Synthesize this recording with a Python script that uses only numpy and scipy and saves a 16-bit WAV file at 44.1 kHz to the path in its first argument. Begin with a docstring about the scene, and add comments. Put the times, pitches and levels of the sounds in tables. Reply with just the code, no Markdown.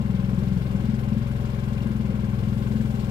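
"""A small single-cylinder outboard idles behind an inflatable boat at night, stronger on the left. Every cycle
a firing shakes the motor on the transom at multiples of the firing rate and pops an exhaust bubble under water
(damped sines); valves tick (short rings), the intake puffs (gated noise), gears whine (sines locked to the
cycle). Wake noise, fizz and gurgling bubbles run throughout; splashes and large gulps start near 0.4 s. The
idle quickens slightly until 1.4 s, sags to its slowest at 2.15 s and recovers."""
import sys
import numpy as np
from scipy import signal
from scipy.fft import rfft, irfft, next_fast_len
from scipy.io import wavfile
from scipy.ndimage import uniform_filter1d, map_coordinates

SR = 44100
rng = np.random.default_rng(int(sys.argv[2]) if len(sys.argv) > 2 else 0)


def inscribe(sig):
    """Save sig as 16-bit PCM at rate SR to the path in sys.argv[1].

    A 1-D sig is mono; a 2-D sig holds one channel per row.
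    Samples are clipped to [-1, 1] before scaling.
    """
    pcm = np.round(np.clip(np.atleast_2d(sig).T, -1, 1) * 32767)
    wavfile.write(sys.argv[1], SR, pcm.astype(np.int16))


N = 136710  # samples


def amp(db):
    """dB to linear gain."""
    return 10 ** (np.asarray(db) / 20)


def unit(x):
    """Scale to RMS 1."""
    return x / np.sqrt(np.mean(x ** 2) + 1e-20)


def along(points, hz):
    """Interpolate (f/Hz, value) points on a log frequency axis."""
    f, v = np.transpose(points)
    return np.interp(np.log(hz + 1), np.log(f + 1), v)


def curve(rows, col, at_s):
    """One column of a table, interpolated at given times."""
    return np.interp(at_s, [r[0] for r in rows], [r[col] for r in rows])


def wobble(rate_hz):
    """Smooth random curve with rate_hz knots a second."""
    knots = rng.standard_normal(int(N * rate_hz / SR) + 4)
    return map_coordinates(knots, [np.arange(N) * rate_hz / SR])


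def filtered(x, response):
    """Apply a complex frequency response by FFT."""
    m = next_fast_len(N + SR // 2)
    spectrum = rfft(x, m) * response(np.fft.rfftfreq(m, 1 / SR))
    return irfft(spectrum, m)[..., :N]


def lay(starts_s, shape, length_s):
    """Sum of shape(time since start), one row per start."""
    at = np.ceil(starts_s * SR).astype(int)[:, None] + np.arange(int(length_s * SR))
    rows = shape(at / SR - starts_s[:, None])
    keep = (at >= 0) & (at < N)
    return np.bincount(at[keep], rows[keep], N)


def ring(t, hz, db, t60_s, rise_s):
    """Damped sine: exponential decay with a soft onset."""
    envelope = amp(db - 60 * t / t60_s) * (1 - np.exp(-t / rise_s))
    return envelope * np.sin(2 * np.pi * hz * t)


# idle speed: t/s, rate/(firings per s)
IDLE_SPEED = [(0.0, 21.254), (0.24, 21.369), (0.48, 21.586), (0.72, 21.455), (0.95, 21.534), (1.19, 21.648),
              (1.43, 21.781), (1.67, 21.676), (1.91, 21.372), (2.15, 20.902), (2.38, 21.17), (2.62, 21.417),
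              (2.86, 21.488), (3.1, 21.373)]


def cycles():
    """Integrate the firing rate: cycle count per sample, firing times (9 before the start)."""
    t = np.arange(N) / SR
    count = np.cumsum(curve(IDLE_SPEED, 1, t)) / SR
    early = np.arange(-9, 0) / IDLE_SPEED[0][1]
    return count, np.r_[early, np.interp(np.arange(int(count[-1]) + 1), count, t)]


# shaking of the motor rocking on the transom, at multiples of the firing rate: f/(firing rate), t60/cycles,
# level/dB, place/cycle
SHAKE_ORDERS = [(2.77, .9, -17.3, .285), (5.11, 8.6, -24.7, .47), (6.03, 4.1, -21.8, .76),
                (6.47, .86, -18.9, .972)]
# exhaust bubble, varying with its depth in the wake: t/s, f/Hz, level/dB
EXHAUST_POP = [(0, 212, -18.5), (.14, 192, -13.5), (.19, 196, -17), (.33, 203.4, -15.5), (.37, 184, -13.5),
               (.42, 205, -17), (.56, 179.6, -14), (.61, 191, -20.5), (.655, 195, -20.5), (.7, 196, -17.5),
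               (.745, 200, -13.5), (.79, 213, -19.5), (.885, 216.4, -14), (.93, 215, -15.5),
               (1.0, 219, -25), (1.12, 210, -14), (1.165, 213.4, -14), (1.21, 231, -20.5), (1.35, 219, -24),
               (1.4, 215.5, -23), (1.58, 211.5, -21.5), (1.63, 213, -24), (1.7, 215, -17),
               (1.8, 206.7, -21.5), (1.86, 219, -15.5), (1.95, 213, -18), (2.0, 221, -16.5),
               (2.09, 198, -16.5), (2.14, 214, -17.5), (2.23, 213.6, -17.5), (2.38, 203, -21.5),
               (2.47, 216, -17), (2.66, 211, -18.5), (2.75, 217.6, -14.5), (2.9, 219, -19),
               (3.1, 204, -20.5)]
# gear tones: f/(firing rate), mean level/dB
GEAR_WHINE = [(14, -50.5), (18, -47), (26, -48.5), (36, -61.5), (39, -60), (49, -59), (98, -63)]
JITTER_S, THUMP_SCATTER_DB = .00006, .6
POP_SCATTER_DB, POP_SCATTER_HZ = .5, 1.5
POP_T60_S, POP_LAG_S, POP_RISE_S = 0.12, .0006, 0.00051
LOW_CUT_HZ, MUFFLE_HZ = 38.6, 285


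def engine():
    """Firing shakes the motor at multiples of the firing rate and pops an exhaust bubble; gear tones follow the
    cycle phase."""
    count, fired = cycles()
    luck = rng.standard_normal((len(fired), 4 + len(SHAKE_ORDERS)))
    fired = fired + JITTER_S * luck[:, 0]
    rate_hz = curve(IDLE_SPEED, 1, fired)[:, None]
    out = np.zeros(N)
    for k, (order, t60_cycles, level_db, place) in enumerate(SHAKE_ORDERS):
        db = level_db + THUMP_SCATTER_DB * luck[:, 4 + k, None]
        thump = lambda t: ring(t, order * rate_hz, db, t60_cycles / rate_hz, 1e-6)
        out += lay(fired + place / rate_hz[:, 0], thump, t60_cycles / 27)
    pop_hz = curve(EXHAUST_POP, 1, fired)[:, None] + POP_SCATTER_HZ * luck[:, 1:2]
    pop_db = curve(EXHAUST_POP, 2, fired)[:, None] + POP_SCATTER_DB * luck[:, 2:3]
    out += lay(fired + POP_LAG_S, lambda t: ring(t, pop_hz, pop_db, POP_T60_S, POP_RISE_S), .12)
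    out = filtered(out, lambda f: 1 / (1 + (LOW_CUT_HZ / (f + 1)) ** 12) / (1 + (f / MUFFLE_HZ) ** 8))
    for order, db in GEAR_WHINE:
        level = amp(db + 0.72 * wobble(7.79))
        phase = 2 * np.pi * np.round(order) * count + 0.32 * wobble(5)
        out += level * np.sin(phase)
    return out


# left-right likeness of noise: f/Hz, correlation
LIKENESS = [(30, .9), (200, .85), (350, .62), (600, .62), (1100, .58), (2000, .5), (4000, .35), (7000, 0),
            (15000, 0)]


def spread():
    """Mid and side noise mixed by frequency to the tabled correlation; two channels."""
    turn = lambda hz: np.arccos(np.clip(along(LIKENESS, hz), -1, 1)) / 2
    weights = lambda hz: np.array([np.cos(turn(hz)), np.sin(turn(hz))])
    mid, side = filtered(rng.standard_normal((2, N)), weights)
    return unit(np.array([mid + side, mid - side]))


# cowling resonances: f/Hz, width/Hz, lift/dB
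COWL_MODES = [(394, 120, 3.5), (605, 43, 3), (791, 148, 5.5), (1068, 110, 6), (1525, 34, 8.5),
              (1628, 53, 8), (1397, 120, 6), (2086, 33, 4), (2300, 120, 2), (2765, 80, 7.5),
              (3270, 600, 4.5), (5290, 330, 5.5), (7800, 170, 5)]


def cowl(hz):
    """Cowling gain: resonance lifts summed in dB."""
    return amp(sum(db / (1 + (2 * (hz - f) / width) ** 2) for f, width, db in COWL_MODES))


# noise bursts once a cycle: place/cycle, rise/s, fall/s, centre f/Hz, width/Hz, level/dB
CYCLE_BURSTS = [(0.03, 0.0032, 0.01, 990, 380, -55.5), (.24, 0.00037, 0.0057, 2040, 1500, -59),
                (0.12, 0.012, 0.019, 3670, 3200, -57.5), (0.28, 0.00085, 0.019, 7030, 2600, -68),
                (0.17, 0.013, 0.031, 11400, 4100, -65.5)]
BURST_SCATTER_DB = 1.5  # also scatters the valve taps


def clatter():
    """Ticks and puffs: band noise through the cowling, gated once a cycle."""
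    fired, out = cycles()[1], np.zeros((2, N))
    for place, rise_s, fall_s, hz, width_hz, db in CYCLE_BURSTS:
        size = amp(BURST_SCATTER_DB * rng.standard_normal((len(fired), 1)))
        puff = lambda t: size * (1 - np.exp(-t / rise_s)) * np.exp(-t / fall_s)
        gate = unit(lay(fired + place / curve(IDLE_SPEED, 1, fired), puff, .06))
        band_gain = lambda f: cowl(f) / (1 + (2 * (f - hz) / width_hz) ** 4)
        band = unit(filtered(spread(), band_gain))
        out += amp(db) * gate * band
    return out


# valve taps: place/cycle, f/Hz, t60/s, mean level/dB
VALVE_TAPS = [(0.04, 1073, 0.024, -45), (.26, 1033, 0.019, -44), (.25, 1540, .015, -43),
              (.25, 2170, .012, -52), (0.5, 8800, 0.0069, -64)]


def taps():
    """Valve gear ringing briefly near set places in the cycle, as damped sines."""
    fired, out = cycles()[1], np.zeros(N)
    for place, hz, t60_s, db in VALVE_TAPS:
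        luck = rng.standard_normal((len(fired), 2))
        starts_s = fired + place / curve(IDLE_SPEED, 1, fired) + .0001 * luck[:, 0]
        out += lay(starts_s, lambda t: ring(t, hz, db + BURST_SCATTER_DB * luck[:, 1:], t60_s, 0.00033), .04)
    return out


# large bubbles: t/s, level/dB, f/Hz
LARGE_BUBBLES = [(.43, -34, 410), (.56, -36, 445), (.92, -41, 340), (1.889, -33, 337), (2.55, -38, 414)]


def gulps():
    """A few large low bubbles, each a damped sine with a slow onset."""
    s, db, hz = np.transpose(LARGE_BUBBLES)
    return lay(s, lambda t: ring(t, hz[:, None], db[:, None], .12, .008), .12)


def bubbles(count, hz, turns, db):
    """Random bubbles: damped sines rising in pitch, decay time set in turns of the pitch."""
    luck = rng.random((count, 3))
    pitch_hz = hz * np.exp(0.8 * (luck[:, 1:2] - .5))
    size = amp(-3 * np.log(1 - luck[:, 2:3] * .95))
    rising_hz = lambda t: pitch_hz * (1 + .1 * t * pitch_hz / turns)
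    shape = lambda t: size * ring(t, rising_hz(t), 0, 3 * turns / pitch_hz, 1 / pitch_hz)
    return amp(db) * unit(lay(luck[:, 0] * N / SR, shape, 4 * turns / hz))


# wash spectrum before cowling and 255 Hz low cut: f/Hz, relative level/(dB per Hz)
WASH_SPECTRUM = [(150, -32), (260, -6), (330, -7.5), (498, -8), (562, -10), (644, -16), (1060, -17.5),
                 (1210, -18.5), (1590, -21), (1890, -21.5), (2320, -21.5), (6060, -42), (15500, -72.5)]
# rumble spectrum: f/Hz, relative level/(dB per Hz)
RUMBLE_SPECTRUM = [(5, -20), (25, -28), (40, -5.5), (90, -0.5), (150, -3), (200, -1.5), (250, 2.5),
                   (300, -42)]
# single splashes: t/s, level/dB, starting f/Hz
SPLASH_DROPS = [(.3845, -43, 2060), (0.7553, -35, 1560), (1.7797, -30, 2430), (1.8053, -31.5, 2700),
                (1.9589, -40, 2490), (2.243, -34, 1610), (2.6224, -38, 1530), (2.762, -31, 1590),
                (2.808, -31, 1630)]
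WASH_DB, RUMBLE_DB = -42.5, -39.5
GURGLE_HZ, GURGLE_DB, FIZZ_HZ, FIZZ_DB = 395.5, -49.5, 2900, -62


def water():
    """Wash and rumble as shaped noise; gurgles, fizz and splashes as rising damped sines."""
    z = signal.stft(spread(), nperseg=512)[2]
    # random level patches, smoothed over frequency then time
    field = uniform_filter1d(rng.standard_normal(z.shape[1:]), 6, 0)
    field = uniform_filter1d(field, 10, 1)
    patchy = signal.istft(z * amp(.6 * unit(field)), nperseg=512)[1][:, :N]
    wash_gain = lambda hz: (hz > 255) * cowl(hz) * amp(along(WASH_SPECTRUM, hz))
    wash = amp(WASH_DB) * unit(filtered(patchy, wash_gain))
    rumble_noise = unit(filtered(spread(), lambda hz: amp(along(RUMBLE_SPECTRUM, hz))))
    rumble = amp(RUMBLE_DB + 1.15 * wobble(5.78)) * rumble_noise
    s, db, hz = np.transpose(SPLASH_DROPS)
    drops = lay(s, lambda t: ring(t, hz[:, None] * (1 + 6 * t), db[:, None], 0.016, 0.0008), .03)
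    fizz = np.array([bubbles(count=900, hz=FIZZ_HZ, turns=5.3, db=FIZZ_DB) for _ in range(2)])
    gurgle = bubbles(count=200, hz=GURGLE_HZ, turns=6, db=GURGLE_DB)
    return wash + rumble + fizz + drops + gurgle


# treble swell, used relative to its mean: t/s, level/dB
TREBLE_SWELL = [(0.0, -62.5), (0.2, -61.5), (1.66, -60), (2.19, -62), (3.05, -59)]


def scene():
    """Sum of all sources; the non-engine treble swells slowly."""
    noise = clatter() + taps() + water() + gulps()
    high = filtered(noise, lambda hz: 1 / (1 + (3500 / (hz + 1)) ** 4))
    swell_db = curve(TREBLE_SWELL, 1, np.arange(N) / SR)
    return engine() + noise + high * (amp(swell_db - swell_db.mean()) - 1)


# left port over right: f/Hz, level/dB
LEFT_OVER_RIGHT = [(60, 5.5), (140, 6.5), (330, 8.5), (1170, 10.5), (2000, 9), (2950, 3), (3500, 9.5),
                   (5200, 9), (5800, 28.5), (8600, 28), (9300, 2), (11500, 1), (13500, 6)]
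# phase of left port ahead of right: f/Hz, phase/rad
LEFT_PHASE = [(30, -.06), (60, -.09), (120, -.18), (210, -.36), (330, -.6), (600, -.5), (1120, -3),
              (2330, -1.9), (3010, -4.6), (4130, -.7)]
TOP_HZ = 15700


def record(dry):
    """Two ports differing in level and phase by frequency, the right one shaded; band limit."""
    def ports(hz):
        right = amp(-along(LEFT_OVER_RIGHT, hz))
        lead = np.exp(.5j * along(LEFT_PHASE, hz))  # half the phase on each port
        band = (hz < TOP_HZ) * (hz > 3)
        return np.array([lead, right / lead]) * 2 / (1 + right) * band
    return filtered(dry, ports)


dry = scene()
out = record(dry)
inscribe(out)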